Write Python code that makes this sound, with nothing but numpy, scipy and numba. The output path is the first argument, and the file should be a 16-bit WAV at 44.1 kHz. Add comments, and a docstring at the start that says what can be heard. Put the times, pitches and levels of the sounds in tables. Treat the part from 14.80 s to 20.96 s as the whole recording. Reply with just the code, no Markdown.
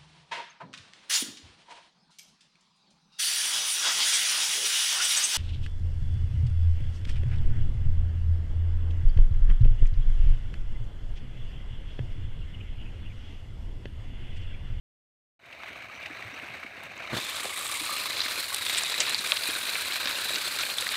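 """At an outdoor standpipe, water overflows and slaps onto wet ground while someone scoops and washes.
The stream breaks into lumps that burst into droplets, trap bubbles and ring pockets of air.
Handfuls splat and slosh nearby; a far bird chirps over a faint low rumble.
The phone fades in, muffled as if by a finger that then rubs off its microphone, and moves closer."""
import sys
import numpy as np
from scipy import signal
from scipy.fft import rfft, irfft
from scipy.io import wavfile
from numba import njit

SR = 44100
rng = np.random.default_rng(int(sys.argv[2]) if len(sys.argv) > 2 else 0)


def materialize(psi):
    """Save the field psi as 16-bit PCM at rate SR to the path in sys.argv[1].

    A 1-D psi becomes a single channel; in a 2-D psi each row is a channel.
    """
    bounded = np.clip(np.atleast_2d(psi).T, -1, 1)
    quanta = np.round(bounded * 32767).astype(np.int16)
    wavfile.write(sys.argv[1], SR, quanta)


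N = 271656
T = np.arange(N) / SR


def stream():
    """Lumps slap the puddle, churn in bubbles and throw up spray, over the smooth rush of the sheet."""
    force = lumps(count=520, spread_db=3.5, rise_s=0.003, decay_s=0.012)
    impacts = force * droplets(per_s=3800, spread_db=5.5)
    rush = undb(-2.5) * rng.standard_normal(N)
    slap = band(impacts + rush, 26, 8100, order=3)
    fizz = undb(-9) * force ** .5 * bubbles(903, 4880, cycles=4.7, spread_db=5, count=2800)
    tinkle = undb(-16) * bubbles(1198.5, 4420, cycles=17.9, spread_db=13.5, count=330)
    gurgle = undb(-15.5) * bubbles(251, 1193, cycles=1.24, spread_db=6, count=450)
    return slap + fizz + tinkle + gurgle + spray(force)


def lumps(count, spread_db, rise_s, decay_s):
    """Force of water lumps landing unevenly, each with its own size and length; rms 1."""
    power = np.zeros(N)
    for k, (when, size, length) in enumerate(rng.random((count, 3))):
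        landing_s = (k + 2 * when) / count * N / SR
        push = undb(spread_db * size ** 2) * burst(rise_s, decay_s * 2 ** (2 * length - 1))
        add(power, landing_s, push ** 2)
    return unit(np.sqrt(power))


def droplets(per_s, spread_db):
    """Dense ticks of droplets, many small and a few large; rms 1."""
    hits = rng.random(N) < per_s / SR
    signs = rng.choice([-1, 1], N)
    sizes = undb(spread_db * np.minimum(rng.exponential(size=N), 3))
    return unit(hits * signs * sizes)


def bubble(hz, cycles, glide=0.0528):
    """A trapped bubble rings and rises in pitch as it nears the surface."""
    shape = burst(.5 / hz, cycles / hz)
    turns = np.arange(len(shape)) * hz / SR
    return shape * np.sin(2 * np.pi * turns * (1 + glide * turns / cycles / 2))


def bubbles(lo_hz, hi_hz, cycles, spread_db, count):
    """Bubbles of all sizes, churned in at random; rms 1."""
    out = np.zeros(N)
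    for when, pitch, strength, life in rng.random((count, 4)):
        hz = lo_hz * (hi_hz / lo_hz) ** pitch
        gain = np.sqrt(hz) * undb(spread_db * strength ** 3)
        add(out, when * N / SR, gain * bubble(hz, cycles * (.5 + life)))
    return unit(out)


# Treble spray against the splash. Each row: time in seconds, gain in dB.
SPRAY_GAIN_DB = [(2.35, -8), (2.7, 3), (3.0, 2.5), (3.25, -1), (3.42, -6.5), (3.7, 2.5), (4.25, -2),
                 (4.7, 2.5), (5.3, -4.5), (5.75, 0), (6.16, 1)]
# Spray peak, shifting as the phone moves. Each row: time in seconds, centre in Hz.
SPRAY_PEAK_HZ = [(2.65, 7700), (2.95, 8600), (3.6, 9400), (4.2, 7700), (4.7, 9300), (5.3, 8200),
                 (6.16, 8000)]
# Finest sizzle against the splash. Each row: time in seconds, gain in dB.
SIZZLE_GAIN_DB = [(2.4, -2), (2.9, 2), (3.27, 3.5), (3.4, -2.5), (3.53, 3.5), (3.75, 5), (4.0, 0.5),
                  (4.3, -1), (4.7, 5.5), (5.3, 1), (5.7, 3.5), (6.16, 3)]


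def spray(force):
    """Each lump flings its spray in several quick flecks."""
    flicker = lumps(count=1000, spread_db=4, rise_s=0.0011, decay_s=0.0064)
    flecks = unit(force ** 1.5 * flicker ** .5)
    broad = band(mist(flecks), 6980, 12200, order=4)
    peak = resonate(broad, curve(SPRAY_PEAK_HZ), q=6.4)
    treble = undb(0.5) * broad + undb(-7.5) * peak
    sizzle = band(mist(flecks), 11500, 20000, order=4)
    return undb(curve(SPRAY_GAIN_DB)) * treble + undb(curve(SIZZLE_GAIN_DB)) * sizzle


def mist(drive):
    """The finest droplets and bubbles crackle over a smooth hiss."""
    crackle = drive * droplets(per_s=7700, spread_db=10)
    fizz = undb(-1.5) * drive ** .5 * bubbles(6400, 16400, cycles=4, spread_db=-6, count=2500)
    hiss = undb(-1) * rng.standard_normal(N)
    return unit(crackle + fizz + hiss)


# Splash colour, microphone open and covered. Each row: frequency in Hz, gain in dB.
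OPEN_EQ = [(25, -33), (150, -15.5), (450, -11), (610, -7.5), (770, -10.5), (1000, -7.5), (1600, -5),
           (1950, -4), (2300, -2), (3150, -4), (3650, -0.5), (4200, -4.5), (5400, -11), (9800, -9.5),
           (12000, -17.5), (13300, -11.5), (15600, -23)]
COVERED_EQ = [(25, -35.5), (110, -7.5), (460, -9.5), (680, -0.5), (900, -8), (1800, -4), (2260, 2.5),
              (3200, -10), (4000, -12.5), (5000, -23.5), (6300, -20), (7200, -27), (8200, -22.5),
              (10700, -28), (12500, -27), (15600, -31)]


def uncover(water, slip_s=2.338, loosen_s=0.19, crossfade_s=0.043):
    """A finger muffles the splash, loosens and slips off the microphone."""
    covered, clear = colour(water, COVERED_EQ), colour(water, OPEN_EQ)
    covered /= np.std(band(covered, 1200, 4500))  # body of the splash to rms 1
    clear /= np.std(band(clear, 1200, 4500))
    pressure = np.clip((slip_s - T) / loosen_s, 0, 1)
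    opening = np.clip((T - slip_s) / crossfade_s + .5, 0, 1)
    return (1 - opening) * undb(-6 * pressure) * covered + opening * clear


# Phone to splash. Each row: time in seconds, distance in metres.
DISTANCE_M = [(.6, 3.15), (1.1, 2.45), (1.6, 2.03), (2.1, 2.32), (2.4, 1.92), (2.7, 2.16), (3.3, 1.79),
              (4.1, 1.54), (4.7, 1.95), (5.25, 1.49), (5.6, 1.5), (6.16, 2.02)]
# Lulls and surges of the gush. Each row: centre in seconds, change in dB.
FLOW_CHANGES = [(.78, -3), (.86, 3), (1.1, -2), (1.91, -4), (2.129, -1.5), (2.73, -2), (3.13, 0),
                (3.68, -3.5), (3.8, -3.5), (4.81, 0.5), (5.42, -0.5), (5.58, -2.5), (5.95, -2)]


def stream_gain(at_1m_db=-30):
    """The gush grows as the phone nears, and briefly slackens or surges."""
    flow_db = sum(db * swell(s, sigma_s=0.044) for s, db in FLOW_CHANGES)
    return undb(at_1m_db + flow_db) / curve(DISTANCE_M)


# Passing air pockets. 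Each row: peak time in seconds, sigma in seconds, level in dB, centre in Hz, Q.
AIR_POCKETS = [(0.87, 0.08, -51.5, 2240, 33), (1.225, .05, -50, 2270, 12), (1.604, 0.54, -61, 1640, 18),
               (1.714, 0.016, -48, 2170, 12), (2.993, 0.29, -47.5, 1200, 5.6), (3.002, 0.34, -49, 2250, 17),
               (3.124, 0.023, -45, 1210, 15), (3.41, 0.038, -43, 3970, 12), (4.113, 0.22, -49, 2280, 5),
               (5.0, 0.64, -46, 2450, 13), (5.25, 0.83, -49.5, 1600, 5.7)]
# Bright ring, rising as the phone nears the pipe. Each row: time in seconds, centre in Hz, level in dB.
LASTING_RING = [(2.1, 3550, -64), (2.38, 3470, -48), (2.72, 3600, -64), (3.1, 4000, -41.5),
                (3.45, 4040, -42), (3.72, 3920, -42.5), (3.95, 3770, -40), (4.23, 3870, -38.5),
                (4.45, 3870, -42.5), (5.2, 3950, -40.5), (6.16, 4000, -41.5)]


def hollows(water):
    """The stream rings air pockets in the puddle and cupped hands; one bright ring lasts throughout."""
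    passing = sum(undb(db) * swell(s, sigma_s) * pocket(water, hz, q)
                  for s, sigma_s, db, hz, q in AIR_POCKETS)
    bright = pocket(water, curve(LASTING_RING), q=12.4)
    return passing + undb(curve(LASTING_RING, column=2)) * bright


def pocket(water, centre_hz, q):
    """A pocket of air, wobbling in size, rung by the water; rms 1."""
    drive = band(water, np.min(centre_hz) / 2, np.max(centre_hz) * 2)
    wobbling_hz = centre_hz * (1 + 0.024 * wander(rate_hz=14))
    return unit(resonate(drive, wobbling_hz, float(q)))


# Gobs landing. Each row: start in seconds, level in dB, low and high edge in Hz, decay in seconds,
# crack offset in dB.
GOBS = [(.657, -36, 1900, 2800, .003, -4), (0.727, -31.5, 1870, 2860, 0.004, 1),
        (0.835, -34, 400, 2850, 0.0039, 9), (1.2595, -26, 1850, 3000, 0.0029, 0),
        (1.424, -29.5, 1840, 2740, 0.0024, 3), (1.598, -37, 2000, 2800, .002, 7),
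        (1.7826, -42, 1700, 2600, .002, 4), (1.831, -39, 1100, 2300, 0.0049, 14),
        (2.036, -42, 6200, 13400, 0.0012, -1), (2.178, -44, 5800, 8000, .0015, 3),
        (2.274, -37, 1800, 2800, .002, 2), (2.563, -31, 2180, 4200, .002, 4),
        (2.597, -27, 1500, 3800, 0.0037, 2), (3.1647, -27, 2000, 4500, .003, 3),
        (3.394, -21.5, 1300, 4500, 0.0022, -1), (3.404, -15, 3600, 4300, 0.0015, -2),
        (3.416, -19, 3680, 5760, .0015, -1), (3.461, -25, 1200, 2700, .004, 0),
        (3.7455, -14, 1740, 12000, 0.001, 1), (3.8506, -25, 1500, 5000, 0.0024, -7),
        (3.865, -19, 1390, 4430, 0.0031, 3), (3.896, -21, 3260, 4700, 0.0016, -1),
        (3.948, -22, 2500, 4970, 0.0012, 8), (3.959, -23, 2000, 5500, 0.0013, 3),
        (4.035, -20, 3800, 9900, 0.002, 5), (4.124, -22, 900, 4200, 0.00094, -1),
        (4.202, -14, 2120, 7700, 0.0086, -4), (4.295, -19, 2500, 11400, 0.0025, 2),
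        (4.3457, -19.5, 3500, 4900, 0.0017, 9), (4.473, -20, 2190, 10000, 0.002, 1),
        (4.52, -12.5, 2220, 3960, 0.0015, 9), (4.569, -19, 2200, 4800, 0.0033, 3),
        (4.635, -22.5, 3500, 5060, 0.0038, 3), (4.882, -31, 3380, 4270, .002, 2),
        (4.954, -22, 1480, 2900, 0.0042, 1.5), (5.122, -21, 3020, 4600, .003, -2),
        (5.257, -20.5, 900, 5000, 0.0036, 8), (5.273, -18, 1500, 4400, 0.0016, -5),
        (5.558, -18, 1490, 5800, 0.0036, 3), (5.808, -22.5, 2000, 7000, .003, 5),
        (5.834, -21.5, 2110, 3700, 0.0019, 0), (5.8999, -19, 1990, 3500, .0015, -5),
        (6.009, -22, 2500, 11200, 0.0018, 2), (6.023, -24.5, 1800, 4570, 0.0024, 7),
        (6.090, -20.5, 1500, 4940, 0.0027, 5)]


def splats():
    """Gobs hit ground, hands and face: a crack, a spatter and a dull tail of droplets."""
    out = np.zeros(N)
    for s, db, lo_hz, hi_hz, decay_s, crack_db in GOBS:
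        add(out, s, undb(db + crack_db) * crack(lo_hz, hi_hz))
        add(out, s, undb(db - 4) * spatter(lo_hz, hi_hz, rise_s=0.000082, decay_s=decay_s, order=4))
        add(out, s, undb(db - 15) * spatter(780, 4100, rise_s=decay_s, decay_s=0.0029))
    return out


def crack(lo_hz, hi_hz):
    """First contact of a gob: one band-limited tick, peak 1."""
    tick = band(signal.unit_impulse(512), lo_hz, hi_hz, order=3)
    return tick / np.abs(tick).max()


def spatter(lo_hz, hi_hz, rise_s, decay_s, order=2):
    """A short burst of droplets in one band."""
    shape = burst(rise_s, decay_s)
    ticks = rng.choice([-1, 1], len(shape)) * np.sqrt(SR / 2 / (hi_hz - lo_hz))
    return band(ticks * shape, lo_hz, hi_hz, order=order)


# Single bubbles. Each row: start in seconds, level in dB, pitch in Hz, decay in cycles.
PLOP_BUBBLES = [(.866, -48, 3150, 17), (1.098, -40, 1180, 4.5), (1.302, -41, 290, 2.9),
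                (1.45, -42.5, 102, 1.7), (1.63, -46, 308, 3.1), (1.70, -51, 130, 1.1),
                (1.846, -41.5, 260, 0.95), (3.012, -38, 294, 3), (3.092, -30, 1190, 16),
                (3.721, -33.5, 1070, 14), (4.273, -32, 1010, 5.1), (4.395, -39, 213, 0.63),
                (4.688, -34.5, 292, 1.6), (4.76, -42, 313, 2.2), (5.255, -43, 237, 1.5),
                (5.505, -31.5, 560, 1.8), (5.9837, -15.5, 3370, 7.7), (6.024, -36.5, 496, 3.6),
                (6.068, -18, 1800, 1.9)]


def plops():
    """Large bubbles gulp and drips plink, churning the water around them."""
    out = np.zeros(N)
    for s, db, hz, cycles in PLOP_BUBBLES:
        add(out, s, undb(db) * bubble(hz, cycles))
        add(out, s, undb(db - 13) * spatter(hz / 2, hz * 2, rise_s=1 / hz, decay_s=cycles / hz))
    return out


# Sloshes. Each row: centre in seconds, sigma in seconds, level in dB, low and high edge in Hz.
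HANDFULS = [(2.656, 0.0073, -39, 180, 895), (3.18, .015, -35.5, 1900, 3000),
            (3.425, 0.025, -37, 3440, 5800), (3.928, 0.028, -34, 1390, 8000),
            (3.982, 0.0078, -24.5, 1870, 9900), (3.984, 0.0066, -31, 6250, 8900),
            (4.123, 0.0077, -29.5, 450, 6900), (4.204, 0.0022, -28, 5800, 8000),
            (4.208, .012, -40, 260, 686), (4.22, 0.012, -31, 1500, 8000), (4.285, 0.0082, -29, 700, 4500),
            (4.389, 0.0085, -33, 4000, 7900), (4.527, 0.0049, -28.5, 600, 1550),
            (4.57, 0.0054, -28, 2000, 5940), (4.7, 0.0097, -31, 346, 6500), (5.155, .015, -44, 1200, 4500),
            (5.351, 0.0048, -45, 380, 910), (5.568, 0.029, -46.5, 220, 473),
            (5.807, 0.0097, -33, 700, 8000), (6.142, .012, -30.5, 1240, 4800)]


def sloshes():
    """Handfuls break up on skin and puddle: swelling clusters of drops and tiny bubbles."""
    drops = droplets(per_s=6000, spread_db=4.5)
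    fizz = undb(-9) * bubbles(1214, 9400, cycles=8.1, spread_db=9, count=3000)
    wet = colour(drops + fizz, OPEN_EQ)
    return sum(undb(db) * swell(s, sigma_s) * unit(band(wet, lo_hz, hi_hz, order=3))
               for s, sigma_s, db, lo_hz, hi_hz in HANDFULS)


# Finger slips. Each row: start in seconds, level before EQ in dB, scuff decay in seconds.
SLIPS = [(2.322, -18, 0.017), (2.331, -10.5, 0.011), (2.339, -11, 0.0071), (2.349, -12, 0.0057),
         (2.366, -11, 0.01), (2.382, -12, 0.0071)]
# Rub colour. Each row: frequency in Hz, gain in dB.
RUB_EQ = [(25, -30), (55, -14), (110, -5.5), (230, -8.5), (600, -10.5), (1400, -12.5), (3000, -17),
          (9000, -61)]


def finger_rub():
    """Skin sticks and slips over the microphone: each slip is a scuff with a dull knock."""
    out = np.zeros(N)
    for s, db, decay_s in SLIPS:
        scuff = burst(0.0013, decay_s)
        add(out, s, undb(db - 1) * scuff * rng.standard_normal(len(scuff)))
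        knock = burst(0.00015, 0.00033)
        add(out, s + 0.00124, undb(db - 0.5) * knock)
    return colour(out, RUB_EQ)


# Far chirps. Each row: start in seconds, length in seconds, level in dB, held pitch in Hz.
BIRD_NOTES = [(1.128, 0.071, -59, 6000), (1.322, 0.037, -63, 6000), (1.325, 0.077, -52, 4020),
              (1.53, .025, -54, 6150)]


def bird(slide_share=0.12, slide_s=0.014):
    """Thin, wavering whistles that slide up and hold."""
    out = np.zeros(N)
    for s, length_s, db, held_hz in BIRD_NOTES:
        t = np.arange(int(length_s * SR)) / SR
        waver_hz = 150 * unit(band(rng.standard_normal(len(t)), 50, 300))
        hz = held_hz * (1 - slide_share * np.exp(-t / slide_s)) + waver_hz
        whistle = np.sin(2 * np.pi * np.cumsum(hz) / SR)
        add(out, s, undb(db) * signal.windows.tukey(len(t), .5) * whistle)
    return out


def rumble():
    """A faint low rumble under the water."""
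    return undb(-63.5) * unit(band(rng.standard_normal(N), 65, 119.5, order=3))


def undb(db):
    """Decibels to gain."""
    return 10 ** (np.asarray(db) / 20)


def unit(x):
    """Scale to rms 1."""
    return x / np.sqrt(np.mean(x ** 2) + 1e-18)


def curve(table, column=1):
    """Interpolate one column linearly in time."""
    rows = np.array(table)
    return np.interp(T, rows[:, 0], rows[:, column])


def band(x, lo_hz, hi_hz, order=2):
    """Butterworth band-pass."""
    sos = signal.butter(order, [lo_hz, min(hi_hz, SR / 2 - 1)], "band", fs=SR, output="sos")
    return signal.sosfilt(sos, x)


def colour(x, points, size=4096):
    """Minimum-phase filter through (Hz, dB) points."""
    hz, db = np.transpose(points)
    log_bins = np.log(np.fft.rfftfreq(size, 1 / SR) + 1)
    log_gain = np.log(undb(np.interp(log_bins, np.log(hz), db)))
    cepstrum = irfft(log_gain)[:size // 2]
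    cepstrum[1:] *= 2
    impulse = irfft(np.exp(rfft(cepstrum, size)))
    return signal.fftconvolve(x, impulse)[:len(x)]


@njit
def resonate(x, hz, q):
    """Resonant band-pass whose centre may move every sample."""
    out, mid, low = np.empty(len(x)), 0., 0.
    for i in range(len(x)):
        g = np.tan(np.pi * hz[i] / SR)
        v = (mid + g * (x[i] - low)) / (1 + g * (g + 1 / q))
        mid, low, out[i] = 2 * v - mid, low + 2 * g * v, v / q
    return out


def add(out, start_s, sound):
    """Mix a sound in at start_s."""
    i = int(start_s * SR)
    part = sound[:max(len(out) - i, 0)]
    out[i:i + len(part)] += part


def burst(rise_s, decay_s):
    """Quick rise, exponential fall; peak 1."""
    t = np.arange(int(np.log(1000) * decay_s * SR) + 2) / SR
    shape = (1 - np.exp(-t / rise_s)) * np.exp(-t / decay_s)
    return shape / shape.max()


def swell(centre_s, sigma_s):
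    """Gaussian envelope, peak 1."""
    return np.exp(-((T - centre_s) / sigma_s) ** 2 / 2)


def wander(rate_hz):
    """Slow random drift, rms 1."""
    steps = rng.standard_normal(int(rate_hz * N / SR) + 2)
    return unit(np.interp(T * rate_hz, np.arange(len(steps)), steps))


def scene():
    """The stream, muffled then open, with washing, finger rub, bird and rumble; mono."""
    water = stream()
    gush = uncover(water) * stream_gain()
    mix = gush + hollows(water) + splats() + plops() + sloshes() + finger_rub() + bird() + rumble()
    return mix[None]


def record(dry, on_s=0.593, fade_db=-17.5, fade_s=0.065, top_hz=15600):
    """The phone switches on at low gain, fades up and cuts the top."""
    since_s = np.maximum(T - on_s, 0)
    fade = (T > on_s) * undb(fade_db * np.exp(-since_s / fade_s))
    lowpass = signal.ellip(10, .2, 80, top_hz, fs=SR, output="sos")
    return signal.sosfilt(lowpass, dry * fade)


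dry = scene()
out = record(dry)
materialize(out)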